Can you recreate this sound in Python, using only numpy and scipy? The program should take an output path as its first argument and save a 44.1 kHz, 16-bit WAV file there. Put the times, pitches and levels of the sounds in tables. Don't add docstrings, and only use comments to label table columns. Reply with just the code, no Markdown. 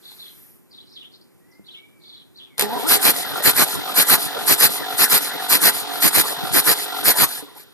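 import sys
import numpy as np
from scipy import signal
from scipy.fft import rfft, irfft, next_fast_len
from scipy.io import wavfile
from scipy.ndimage import uniform_filter1d

SR = 44100
rng = np.random.default_rng(int(sys.argv[2]) if len(sys.argv) > 2 else 0)


def persist_wave(psi):
    counts = np.round(np.clip(psi, -1, 1) * 32767).astype(np.int16)
    wavfile.write(sys.argv[1], SR, np.atleast_2d(counts).T)


N = 340923
T = np.arange(N) / SR
FRAME, HOP = 512, 128
HZ = np.fft.rfftfreq(FRAME, 1 / SR)
FRAME_S = np.arange(N // HOP + 2) * HOP / SR


def amp(db):
    return 10 ** (np.asarray(db) / 20)


def evened(x):
    return x / np.sqrt(np.mean(x ** 2) + 1e-20)


def spectrum(points, hz):
    f, *columns = np.transpose(points)
    return [np.interp(np.log(hz + 1), np.log(f + 1), c) for c in columns]


def curve(rows, at):
    x, *columns = np.transpose(rows)
    return [np.interp(at, x, c) for c in columns]


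def smooth_noise(count, size):
    return uniform_filter1d(rng.standard_normal(count), size=size)


def bell(hz, centre, width):
    return 1 / (1 + (2 * (hz - centre) / width) ** 2)


def add(mix, s, sound):
    part = mix[round(max(s, 0) * SR):][:len(sound)]
    part += sound[:len(part)]


def resonate(x, hz, width):
    turn = np.exp(2j * np.pi * hz * T[:len(x)])
    pole = np.exp(-np.pi * width / SR)
    return 2 * (turn * signal.lfilter([1 - pole], [1, -pole], x / turn)).real


def noise(gain, patchy_db, flicker_db):
    a, b, patches = rng.standard_normal((len(FRAME_S), len(HZ), 3)).T
    patches = uniform_filter1d(patches, size=6, axis=0)
    patches = evened(uniform_filter1d(patches, size=12, axis=1))
    flicker = rng.standard_normal(len(FRAME_S))
    grain = a + 1j * b
    white = signal.istft(grain, nperseg=FRAME, noverlap=FRAME - HOP)[1]
    shaped = grain * gain * amp(patchy_db * patches + flicker_db * flicker)
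    sound = signal.istft(shaped, nperseg=FRAME, noverlap=FRAME - HOP)[1][:N]
    return sound / white.std() * np.sqrt(SR / 2)


def room(x, t60, delay_s):
    t = T[:SR // 2]
    tail = rng.standard_normal(len(t)) * amp(-60 * t / t60) * (t > delay_s)
    return signal.fftconvolve(x, tail / np.linalg.norm(tail))[:N]


# (time [s], position [four-stroke cycles])
CRANK = [(2.56, 0), (2.99, .7), (3.16, 1), (3.688, 2), (4.716, 4), (5.225, 5), (5.745, 6), (7.295, 9),
         (7.52, 9.3), (7.73, 9.6)]
# (frequency [Hz], density against the blast level [dB per Hz],
# power of the flow it follows, share of the rumble setting it takes [0-1])
JET = [(40.3, -103, 1.7, 1), (118, -27.5, 8.6, 0.86), (326, -32.5, 2.6, 0), (595, -36.5, 6.7, 0.72),
       (900, -39.5, 2.2, 0.95), (1580, -37.5, 1.5, 0.23), (2520, -40.5, 3.36, 0.1), (6070, -45.5, 1.6, 0),
       (8060, -44, 0.76, 0), (10860, -36.5, 1.1, 0), (11630, -34.5, 1.23, 0.04), (15400, -42.5, 2.8, 0.11)]
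# (frequency [Hz], width [Hz], boost [dB])
HOLE = [(4160, 570, 8.5), (4815, 400, 6.5), (12140, 210, 6.5)]
# (start [cycle], end [cycle], level [dB],
# lateness of the peak [exponent], rumble [dB])
NEAR_HOLES = [(0.488, 0.687, -14, 1.327, -1), (0.693, 0.934, -14, 1.75, 1)]
FAR_HOLES = [(0.95, 1.172, -26.5, 0.88, -63), (0.32, 0.482, -35.5, 1.5, -11)]
# (time [s], level [dB], low rumble against treble [dB])
DRIFT = [(2.9, -1, -6), (3.1, -1, -0.5), (4.1, -1, 0.5), (4.55, 0, -5.5), (5.1, -0.1, -1.5),
         (6.6, -1.3, -2), (7.1, -1, -1.5), (7.2, -2, 0.5)]
CYCLE_COUNT = 10
SLOWING = 0.52
CHOKE = 1.57


def blasts():
    jet_db, power, rumble_share = (c[:, None] for c in spectrum(JET, HZ))
    jet_db = jet_db + sum(db * bell(HZ[:, None], f, width) for f, width, db in HOLE)
    energy = np.zeros((len(HZ), len(FRAME_S)))
    crank = curve(CRANK, FRAME_S)[0]
    drift_db, drift_rumble_db = curve(DRIFT, FRAME_S)
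    steady_db = STARTER[3][1]
    slowing_db = SLOWING * np.minimum(curve(STARTER, FRAME_S)[0] - steady_db, 0)
    for hole in NEAR_HOLES + FAR_HOLES:
        start, end, level_db, late, rumble_db = hole
        near = hole in NEAR_HOLES
        progress = (crank - start) % 1 / (end - start)
        blowing = (progress < 1) & (crank > start)
        if near:
            blowing &= crank < CYCLE_COUNT - 1
        dome = np.sin(np.pi * progress[blowing] ** late)
        flow = np.tanh(CHOKE * dome) / np.tanh(CHOKE)
        tint_db = rumble_share * (rumble_db + near * drift_rumble_db[blowing])
        level_db = level_db + (drift_db if near else slowing_db)[blowing]
        energy[:, blowing] += (amp(level_db + jet_db + tint_db) * flow ** power) ** 2
    crackle = amp(1.7 * evened(smooth_noise(N, 40)))
    return evened(crackle) * noise(np.sqrt(energy), patchy_db=2.0, flicker_db=1.5)


# (time [s], level [dB])
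STARTER = [(2.575, -51), (2.6, -29), (2.95, -34.5), (7.2, -34.5), (7.3, -40.5), (7.38, -41), (7.48, -51),
           (7.73, -59)]
# (position [share of cycle], added level [dB])
LOAD = [(0, 3), (.12, 4), (.38, 4.5), (.56, 4), (1, 4.5)]
# (time [s], count)
TEETH = [(2.56, -25), (2.99, -12.6), (3.275, 0), (3.796, 24), (4.3085, 48), (7.4, 192), (7.73, 200)]
# (frequency [Hz], width of the narrower of two filters [Hz],
# level in the ring [dB], share of the swell [0-1])
CASING = [(281, 24, -4, 0.2), (417.3, 35, -2.5, 0.42), (478, 76, -6.5, 0.7), (716, 33, -3, 0.8),
          (757, 21, 0.5, 1), (917, 99, -2.5, 0.5), (1305, 128, -0.5, 1), (1374.5, 25, 1.5, 0.75),
          (1444, 77, -4, 1), (3620, 1120, 8, 0)]
# (position [share of cycle], swell [dB])
SWELL = [(0, 2), (.07, -5), (.27, -3.5), (.4, 4.5), (.44, -1.5), (1, -3)]
# (frequency [Hz], density against the starter level [dB per Hz])
WHIRR = [(40, -97), (120, -35), (2000, -41.5), (2800, -84), (5500, -63), (13000, -45.5)]
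KNOCKS_PER_CYCLE = 24
RIPPLE, FASTEST = .016, .08
PLAY = .008
CHOP = .27


def starter():
    cycle = curve(CRANK, T)[0] % 1
    turn = curve(TEETH, T)[0] / KNOCKS_PER_CYCLE
    swing = RIPPLE / (2 * np.pi) * np.sin(2 * np.pi * (turn - FASTEST))
    teeth = (turn + swing) * KNOCKS_PER_CYCLE + .25
    teeth = teeth + PLAY * evened(smooth_noise(N, 1500))
    sizes = amp(1.2 * rng.standard_normal(KNOCKS_PER_CYCLE * (CYCLE_COUNT + 1)))
    size = sizes[np.floor(teeth).astype(int)]
    since = teeth % 1
    push = np.sin(since * 110) * np.exp(-since / .03)
    grit = .15 * rng.standard_normal(N) * np.exp(-since / .09)
    knocked = evened((push + grit) * size * since)
    knocked = knocked * np.interp(T, [7.35, 7.42], [1, .6])
    bite = np.interp(T, [2.63, 2.66, 2.95], [1, .25, 1])
    low = bite * knocked + .2 * rng.standard_normal(N)
    high = bite * (0.44 * knocked + rng.standard_normal(N))
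    swell_db = curve(SWELL, cycle)[0]
    rings = np.zeros(N)
    for f, width, db, swell_share in CASING:
        drive = low if f < SR / 20 else high
        mode = resonate(resonate(drive, f, width), f, 3 * width)
        rings += amp(db + swell_share * swell_db) * evened(mode)
    chop_depth = CHOP * np.interp(T, [2.8, 3.1, 7.35, 7.42], [0, 1, 1, 0])
    chop = 1 + chop_depth * np.cos(2 * np.pi * (since - .3))
    whirr = noise(amp(spectrum(WHIRR, HZ)[0])[:, None], patchy_db=5.5, flicker_db=0.0)
    level_db = curve(STARTER, T)[0] + curve(LOAD, cycle)[0]
    return amp(level_db) * (T > STARTER[0][0]) * (chop * evened(rings) + bite * whirr)


# (time [s], first order [Hz], level before the orders are weighted [dB])
WHINE = [(2.62, 199.6, -21), (2.7, 218.2, -25.5), (2.762, 247.5, -25.5), (2.78, 224.7, -27.5),
         (2.82, 223.5, -34), (2.85, 291, -21), (2.88, 345.4, -28.5), (2.93, 377, -35), (2.98, 395, -29),
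         (3.05, 397, -35)]
# (frequency [Hz], gain [dB])
HOUSING = [(200, -0.5), (350, 5), (600, -17.5), (750, 9), (820, -5.5), (910, 2.5), (1050, -12), (1300, -2),
           (1700, -14)]


def whine():
    hz, db = curve(WHINE, T)
    turns = np.cumsum(hz * (1 + .7 * smooth_noise(N, 400))) / SR
    orders = np.zeros(N)
    for k, order_db in enumerate([-4, -3, -4, -1], start=1):
        gain_db = order_db + spectrum(HOUSING, k * hz)[0]
        orders += amp(gain_db) * np.sin(2 * np.pi * k * turns)
    rough = 1 + 9.0 * smooth_noise(N, 300)
    return amp(db) * rough * orders * (T > WHINE[0][0]) * (T < WHINE[-1][0])


# (time [s], peak level [dB], dullness [0-1])
CLACKS = [(0.117, -35, .5), (2.5807, -11, 0.1), (2.5948, -1, 0), (2.6042, -12, 0), (2.61, -2, 0),
          (2.6222, -5, 0.1), (7.565, -33, 0.8)]
# (frequency [Hz], level when not dulled [dB], decay t60 [s])
CLACK_MODES = [(870, 13, 0.006), (4300, 17, 0.006), (5070, 19, 0.007), (10100, 21, 0.008),
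               (12500, 25, 0.006)]
BLOW_S, RATTLE_S, RATTLE = .0018, .018, .25


def clacks():
    out, t = np.zeros(N), T[:3000]
    for s, peak_db, dull in CLACKS:
        blow = rng.standard_normal(len(t)) * (np.exp(-t / BLOW_S) + RATTLE * np.exp(-t / RATTLE_S))
        modes = np.zeros(len(t))
        for f, db, t60 in CLACK_MODES:
            dulled_db = db - 7.9 * dull * np.log2(f / 880)
            modes += amp(dulled_db - 60 * t / t60) * np.sin(2 * np.pi * f * t)
        ring = evened(signal.fftconvolve(blow, modes)[:len(t)])
        hit = ring + 1.6 * (1 - dull) * evened(blow)
        add(out, s, amp(peak_db) * hit / abs(hit).max())
    return out


# (time [s], frequency [Hz], level [dB], decay t60 [s])
THUDS = [(1.595, 205, -38, .15), (7.425, 290, -31, .1)]


def thuds():
    out, t = np.zeros(N), T[:3000]
    for s, hz, db, t60 in THUDS:
        overtone = np.exp(-t / .012) * np.sin(3.1 * np.pi * hz * t)
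        add(out, s, amp(db - 60 * t / t60) * (np.sin(2 * np.pi * hz * t) + overtone))
    return out


# (time [s], length [s], start [Hz], end [Hz],
# level before distance and echoes [dB], chirp rate [per s])
TWITTERS = [(0, 0.16, 4090, 3850, -44.5, 33), (0.154, 0.17, 4390, 3380, -39.5, 27.6),
            (0.691, 0.16, 4540, 3270, -45.5, 20.6), (0.84, 0.13, 4540, 4700, -51.5, 27),
            (0.924, 0.16, 3970, 2905, -41.5, 19), (1.11, 0.061, 4400, 4630, -46.5, 31),
            (1.207, 0.01, 4840, 4320, -42, 42), (1.495, 0.075, 4970, 4540, -59.5, 26),
            (1.634, 0.18, 3910, 3080, -40.5, 18), (1.983, 0.27, 4290, 3460, -44.5, 33.5),
            (2.335, 0.15, 4200, 2810, -44, 14)]
CHIRP_DEPTH = .12
SCRATCH, BREAKS = .33, .8


def near_bird():
    bird = np.zeros(N)
    for s, length, start_hz, end_hz, db, per_s in TWITTERS:
        t = np.arange(0, length, 1 / SR)
        slide = start_hz + (end_hz - start_hz) * t / length
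        hz = slide * (1 - CHIRP_DEPTH * np.cos(2 * np.pi * per_s * t))
        hz = hz * (1 + SCRATCH * smooth_noise(len(t), 50))
        notes = np.clip(1 + BREAKS * evened(smooth_noise(len(t), 300)), 0, 3)
        tone = np.sin(2 * np.pi * np.cumsum(hz) / SR)
        add(bird, s, amp(db) * notes * tone * signal.windows.tukey(len(t), .6))
    return 0.54 * bird + .75 * room(bird, .1, .002) + .3 * room(bird, .45, .02)


# (time [s], frequency [Hz], level of the direct sound [dB])
WHISTLES = [
    [(1.4, 1855, -71), (1.56, 2110, -63), (1.64, 2100, -72)],
    [(1.75, 2180, -60), (1.79, 2260, -52), (1.89, 2363, -68), (2.12, 2170, -70)],
    [(2.5, 2290, -58), (2.575, 1930, -65)],
]


def far_bird():
    bird = np.zeros(N)
    for rows in WHISTLES:
        t = np.arange(rows[0][0], rows[-1][0], 1 / SR)
        hz, db = curve(rows, t)
        tone = np.sin(2 * np.pi * np.cumsum(hz) / SR)
        add(bird, t[0], amp(db) * tone * signal.windows.tukey(len(t), .1))
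    return bird + amp(3) * room(bird, 0.4, 0.012)


# (frequency [Hz], density [dB per Hz])
SHED = [(40, -104), (100, -80), (200, -78), (300, -81), (600, -94.5), (1500, -101), (5500, -110),
        (14000, -103)]
# (frequency [Hz], width of the narrower of two filters [Hz], level [dB])
DRONE = (365, 35, -63)
# (frequency [Hz], density [dB per Hz])
FAINT_HISS = [(600, -100), (1400, -98.5), (2500, -99), (6500, -101), (10000, -98), (13000, -93)]
# (time [s], level [dB])
FAINT_LEVEL = [(0, -1), (.12, 5.5), (.45, 1), (.57, -8), (.66, -24), (1.2, -32)]
# (start [Hz], end [Hz], width [Hz], final boost [dB])
FAINT_BANDS = [(13000, 12000, 1100, 15), (10800, 10200, 930, 12)]


def background():
    hum = amp(spectrum(SHED, HZ)[0])[:, None]
    gone = np.clip(FRAME_S / .55, 0, 1)
    bands_db = 0
    for start_hz, end_hz, width, boost_db in FAINT_BANDS:
        centre = start_hz + (end_hz - start_hz) * gone
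        bands_db = bands_db + gone * boost_db * bell(HZ[:, None], centre, width)
    hiss = amp(spectrum(FAINT_HISS, HZ)[0][:, None] + bands_db + curve(FAINT_LEVEL, FRAME_S)[0])
    hz, width, drone_db = DRONE
    band = resonate(resonate(rng.standard_normal(N), hz, width), hz, 2 * width)
    return amp(drone_db) * evened(band) + noise(np.hypot(hum, hiss), patchy_db=.8, flicker_db=.3)


def workshop():
    engine = blasts() + starter() + whine() + clacks() + thuds()
    return engine + amp(-11.0) * room(engine, 0.12, 0.0035) + near_bird() + far_bird() + background()


# (frequency [Hz], phase by which right leads [rad], likeness [0-1])
WIDENING = [(0, -3.14, 1), (120, -3.0, .97), (300, -2.7, .9), (620, -1.9, .35), (800, -.4, .7),
            (1200, .1, .85), (2000, .1, .8), (2300, -.8, .25), (2750, -2.9, .7), (3800, -3.2, .75),
            (5400, -6.4, .9), (6100, -6.8, .35), (7000, -6.3, .2), (8500, -2.6, .15), (9100, -.3, .9),
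            (10200, .2, .8), (11000, 3.0, .3), (11900, 5.8, .85), (13100, 6.6, .85), (13700, 9.3, .5)]


def scene():
    size = next_fast_len(N + SR // 10)
    lead, like = curve(WIDENING, np.fft.rfftfreq(size, 1 / SR))
    like = np.clip(like, 0, 1)
    side = np.array([[-1], [1]])
    shared, own = rfft(workshop(), size), rfft(workshop(), size)
    channels = np.sqrt((1 + like) / 2) * shared + 1j * side * np.sqrt((1 - like) / 2) * own
    return irfft(channels * np.exp(.5j * lead * side), size)[:, :N]


EDGE_HZ = 14000


def record(dry):
    bass_cut = signal.butter(4, 70, "high", fs=SR, output="sos")
    heard = np.clip(signal.sosfilt(bass_cut, dry), -1, 1)
    band_limit = signal.firwin(401, EDGE_HZ, window=("kaiser", 9), fs=SR)
    return signal.oaconvolve(heard, band_limit[None], "same")


dry = scene()
out = record(dry)
persist_wave(out)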